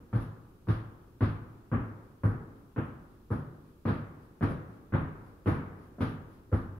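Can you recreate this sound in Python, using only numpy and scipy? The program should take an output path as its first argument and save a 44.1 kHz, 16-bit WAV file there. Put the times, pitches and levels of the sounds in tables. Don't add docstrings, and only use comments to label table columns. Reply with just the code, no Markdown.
import sys
import numpy as np
from scipy import signal
from scipy.fft import rfft, irfft, next_fast_len
from scipy.io import wavfile
from scipy.ndimage import uniform_filter1d

SR = 44100
rng = np.random.default_rng(int(sys.argv[2]) if len(sys.argv) > 2 else 0)


def unload_wav(signal):
    wavfile.write(
        sys.argv[1],
        SR,
        np.round(np.clip(np.atleast_2d(signal).T, -1, 1) * 32767).astype(np.int16),
    )


N = 299439

# (time [s], second shoe's lag [s], first shoe against second [dB],
# sole strike [dB], body weight [dB], tread scuff [dB], scuff's upper edge [Hz])
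LANDING_CUES = [ (-.41, 0.023, 0, -30, -41, -61, 4000), (.129, 0.021, -0.5, -35, -30.5, -61.5, 5100),
                (.671, .015, -12.5, -33, -27.5, -56, 5500), (1.207, 0.016, -1, -31, -26.5, -54.5, 5100),
                (1.716, 0.017, -2.5, -31, -31, -60, 3100), (2.235, 0.013, 5, -32.5, -26, -66, 5300),
                (2.762, .017, -1.5, -33.5, -42, -58.5, 3200), (3.304, 0.0092, -4, -34, -37, -64.5, 5100),
                (3.853, 0.026, -2, -30, -32, -56, 5000), (4.409, .017, -6.5, -30, -31, -57, 5600),
                (4.923, .015, -7, -29.5, -30, -59, 3900), (5.459, .013, -4, -29, -30.5, -56, 6200),
                (6.007, 0.013, 7.5, -31.5, -33, -53, 6500), (6.517, 0.0097, -16, -33, -29, -62.5, 5200)]
# (time [s], decay time [s], knock [dB], scuff [dB])
DRAG_CUES = [(.205, 0.018, -57, -67.5), (4.491, 0.022, -44, -71.5), (5.983, 0.033, -42, -80)]
# (ratio to thump pitch [1], level [dB], swell time [s])
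THUMP_MODES = [(0.289, -28, 0.056), (.43, -14, .04), (.73, -14, .03), (0.999, 6, 0.01562),
               (1.22, -15.5, 0.0296)]
# (frequency [Hz], level [dB], T60 [s])
STANDING_MODES = [(152.1, -4.5, 0.61), (172.3, -5, 0.34), (233.3, -1.5, 0.36), (263.4, -4.5, 0.43),
                  (329.4, -5.5, 0.35), (491.3, 3, 0.089)]
# (frequency [Hz], spectral level [dB])
RUMBLE_EQ = [(22, -11), (45, -3), (100, -5), (200, -13.5), (350, -10.5), (700, -36), (1300, -30),
             (2500, -42.5), (5000, -78.5)]
HISS_EQ = [(1470, -22.5), (2500, -2), (6590, -9), (8350, -9.5), (11300, -6.5), (15100, -6), (15500, -8.5)]
CLOTH_EQ = [(800, -8), (1400, 3.5), (3000, -2), (5000, -5), (8000, -27)]
KNOCK_EQ = [(25, -46), (70, -1.5), (130, 3.5), (170, 1.5), (265, 0), (330, -3), (410, -6.5), (485, -7),
            (640, -14), (1000, -36), (2500, -62)]
SLAP_EQ = [(200, -32), (480, -13), (690, -4), (800, -1), (930, 0), (1060, 1), (1220, 2.5), (1550, -2.5),
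           (2000, -10.5), (2600, -11.5), (4000, -9.5), (8000, -28)]
SCUFF_EQ = [(600, -24.5), (1800, 5), (2700, 3.5), (3600, 1), (4700, -4.5), (5800, -10.5), (7300, -28),
            (9000, -18.5)]
FIZZ_EQ = [(3000, -16), (6500, -8), (8700, -25), (9500, 0.5), (10300, 1), (11500, 1), (12100, -10.5),
           (15500, -21.5)]
# (frequency [Hz], T60 [s])
FAST_DECAY = [(60, 0.39), (150, 0.51), (400, 0.35), (1200, 0.47), (3000, 0.61), (6000, 0.42), (11000, 0.36)]
SLOW_DECAY = [(60, 0.77), (300, 1.39), (700, 1.284), (1400, 1.136), (2500, 1.5), (5000, 0.42),
              (11000, 0.26)]
# (frequency [Hz], left-right correlation [1])
STEREO_CORRELATION = [(60, 1), (125, 0.95), (250, 0.85), (500, 0.69), (1000, -0.037), (2000, -0.041),
                      (5000, -0.015)]
# (frequency [Hz], gain [dB])
SHUT_EQ = [(400, 2.15), (1200, 1), (2800, -5), (6000, -4), (11000, -4.5)]

RING = 52920
t = np.arange(RING) / SR
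BLOW_S = .1


def amp(db):
    return 10 ** (np.asarray(db) / 20)


def along(points, hz):
    freqs, values = np.transpose(points)
    return np.interp(np.log(hz + 1), np.log(freqs), values)


def norm(x):
    return x / np.sqrt(np.mean(np.sum(x ** 2, axis=-1)) + 1e-20)


def convolve(a, b):
    return signal.fftconvolve(np.atleast_2d(a), np.atleast_2d(b), axes=1)[:, :RING]


def colour(spectrum, edge_hz=SR, order=12):
    size = RING // 6
    hz = np.fft.rfftfreq(size, 1 / SR)
    gain = amp(along(spectrum, hz)) / np.sqrt(1 + (hz / edge_hz) ** order)
    cepstrum = irfft(np.log(gain + 1e-6), size)
    cepstrum[1:size // 2] *= 2
    cepstrum[size // 2 + 1:] = 0
    return irfft(np.exp(rfft(cepstrum)), size)


def add(track, at_s, sound, db):
    start = int(at_s * SR)
    level = np.sqrt(np.mean(sound[:, :int(BLOW_S * SR)] ** 2)) + 1e-12
    track[:, max(start, 0):start + RING] += amp(db) / level * sound[:, max(-start, 0):N - start]


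def diffuse(size, gain=lambda hz: 1):
    hz = np.fft.rfftfreq(size, 1 / SR)
    width = np.arccos(np.clip(along(STEREO_CORRELATION, hz), -1, 1)) / 2
    spectra = rfft(rng.standard_normal((2, size))) * gain(hz)
    mid, side = irfft(spectra * [np.cos(width), np.sin(width)], size)
    return np.array([mid + side, mid - side])


def noise_bed(spectrum):
    noise = diffuse(next_fast_len(N), lambda hz: amp(along(spectrum, hz)))
    return np.sqrt(N) * norm(noise[:, :N])


def reverb(source, late_db, build_s, late_build_s=0.035):
    hz, times, wash = signal.stft(diffuse(RING), SR, nperseg=256)

    def decay(t60, rise_s):
        fall = amp(-60 * times / along(t60, hz)[:, None])
        return norm(fall * (1 - np.exp(-times / rise_s))) ** 2

    send = np.sum(abs(signal.stft(source, nperseg=256)[2]) ** 2, axis=0)
    draining = decay(FAST_DECAY, build_s) + amp(late_db) ** 2 * decay(SLOW_DECAY, late_build_s)
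    energy = signal.fftconvolve(draining, send[None], axes=1)[:, :len(times)]
    return norm(signal.istft(wash * np.sqrt(abs(energy)), nperseg=256)[1][:, :RING])


def room(source, direct_db, late_db, wall_db, echoes=7):
    paths = np.zeros((2, SR // 20))
    paths[[0, 1], [0, 3]] = amp(direct_db)
    for delay, skew in zip(rng.uniform(.003, .024, echoes), rng.uniform(-.0003, .0003, echoes)):
        paths[[0, 1], [int((delay + skew) * SR), int((delay - skew) * SR)]] += amp(wall_db)
    return convolve(norm(source), paths) + reverb(source, late_db, build_s=0.0018)


def standing_waves(spread_db, build_s=0.022):
    hz, db, t60 = np.transpose(STANDING_MODES)[:, :, None]
    strength, phase = rng.standard_normal((2, len(hz), 1))
    rings = amp(db + spread_db * strength - 60 * t / t60) * np.sin(2 * np.pi * (hz * t + phase))
    return norm(rings.sum(axis=0) * (1 - np.exp(-t / build_s)))


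def leggings(lead_s=.175, half_width_s=.06, rise_db_per_s=1.9):
    now = np.arange(N) / SR
    peaks = np.array(LANDING_CUES)[:, :1] - lead_s
    swings = np.exp(-((now - peaks) / half_width_s) ** 2).sum(axis=0)
    cloth = amp(-84.5) * noise_bed(CLOTH_EQ) + amp(-90) * noise_bed(FIZZ_EQ)
    return swings * amp(rise_db_per_s * now) * cloth


def grains(decay_s, spiky):
    sizes = np.exp(spiky * rng.standard_normal(RING))
    return norm(rng.standard_normal(RING) * sizes * np.exp(-t / decay_s))


def sole_rubs(knock, fizz, settle_after_s=.08, settle_decay_s=0.012):
    track = np.zeros((2, N))
    slap, scuff = colour(SLAP_EQ, edge_hz=2300), colour(SCUFF_EQ, edge_hz=4900)
    layers = np.array([norm(layer) for layer in (knock, slap, scuff, fizz)])
    settles = [(at_s + settle_after_s, settle_decay_s, strike_db - 18, scuff_db - 21)
               for at_s, _, _, strike_db, _, scuff_db, _ in LANDING_CUES]
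    for at_s, decay_s, knock_db, scuff_db in [*DRAG_CUES, *settles]:
        slap_db, fizz_db = knock_db - 18, scuff_db - 3.5
        gains = amp([knock_db, slap_db, scuff_db, fizz_db])
        tread = room(grains(decay_s, spiky=0.48), direct_db=-5.5, late_db=-18, wall_db=-15.5)
        add(track, at_s, convolve(tread, gains @ layers), 20 * np.log10(np.linalg.norm(gains)))
    return track


def two_shoes(lag, first_db, roll_s, roll_db):
    first, second = [(t == 0) + amp(roll_db) * grains(roll_s, spiky=0.5) for _ in range(2)]
    return amp(first_db) * first + np.pad(second, (int(lag * SR), 0))[:RING]


def floor_thump(pitch_hz, lag, first_db, steepness=1.52):
    def push(age):
        age = np.maximum(age, 0)
        return (age * np.exp(1 - age)) ** steepness

    weight = np.zeros(RING)
    for ratio, db, swell_s in THUMP_MODES:
        legs = amp(first_db) * push(t / swell_s) + push((t - lag) / swell_s)
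        weight += amp(db) * legs * np.cos(2 * np.pi * pitch_hz * ratio * (t - lag - swell_s))
    boom = convolve(weight, reverb(1. * (t == 0), late_db=-10.5, build_s=0.017))
    return norm(weight) + amp(-9) * norm(boom)


def sole_knock(lag, first_db, knock):
    contact = two_shoes(lag, first_db, roll_s=0.0063, roll_db=-5.5)
    cushion = room(contact, direct_db=-10.5, late_db=-15, wall_db=-12)
    return norm(convolve(cushion, knock)) + amp(-5.5) * standing_waves(spread_db=5)


def sole_slap(lag, first_db, harder_db, hz_per_db=60.5):
    contact = two_shoes(lag, first_db, roll_s=0.014, roll_db=5)
    sole = room(contact, direct_db=-7, late_db=-12.5, wall_db=-15)
    return convolve(sole, colour(SLAP_EQ, edge_hz=2016 + hz_per_db * harder_db))


def tread_scuff(lag, first_db, contrast=1.7):
    contact = two_shoes(lag, contrast * first_db, roll_s=0.039, roll_db=11)
    return room(contact, direct_db=-4, late_db=-26.5, wall_db=-13.5)


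def sneakers(thump_hz=111, drift_hz_per_s=-2.3, usual_strike_db=-32, crisp_hz=5200):
    low, high = np.zeros((2, 2, N))
    knock, fizz = colour(KNOCK_EQ), colour(FIZZ_EQ)
    for at_s, lag, first_db, strike_db, weight_db, scuff_db, scuff_hz in LANDING_CUES:
        add(low, at_s, floor_thump(thump_hz + drift_hz_per_s * at_s, lag, first_db), weight_db)
        add(low, at_s, sole_knock(lag, first_db, knock), strike_db)
        harder_db = strike_db - usual_strike_db
        add(high, at_s, sole_slap(lag, first_db, harder_db), db=-42 + 1.2 * harder_db)
        tread = tread_scuff(lag, first_db)
        add(high, at_s, convolve(tread, colour(SCUFF_EQ, scuff_hz, order=14)), scuff_db)
        fizz_db = -70.5 + 14 * np.log2(scuff_hz / crisp_hz)
        add(high, at_s, convolve(tread, fizz), fizz_db)
    high += sole_rubs(knock, fizz)
    left = np.array([[1], [-1]])
    return low * amp(.15 * left) + high * amp(0.59 * left)


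def scene():
    return sneakers() + leggings() + amp(-60) * noise_bed(RUMBLE_EQ) + amp(-71) * noise_bed(HISS_EQ)


def suppressor(sound, size=512, open_db=10, knee_db=4.5):
    hz, _, bands = signal.stft(sound, SR, nperseg=size)
    power = uniform_filter1d(np.mean(abs(bands) ** 2, axis=0), size=5, axis=0)
    level_db = 10 * np.log10(abs(uniform_filter1d(power, size=5, axis=1)) + 1e-20)
    over_floor_db = level_db - np.percentile(level_db, 15, axis=1, keepdims=True)
    shut = .5 - .5 * np.tanh((over_floor_db - open_db) / (2 * knee_db))
    gain = amp(along(SHUT_EQ, hz)[:, None] * shut)
    return signal.istft(bands * gain, SR, nperseg=size)[1][:, :N]


def record(dry):
    faded = suppressor(dry) * signal.windows.tukey(N, .002)
    size = next_fast_len(N + SR // 2)
    passband = np.fft.rfftfreq(size, 1 / SR) < 15720
    return irfft(rfft(faded, size) * passband, size)[:, :N]


dry = scene()
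out = record(dry)
unload_wav(out)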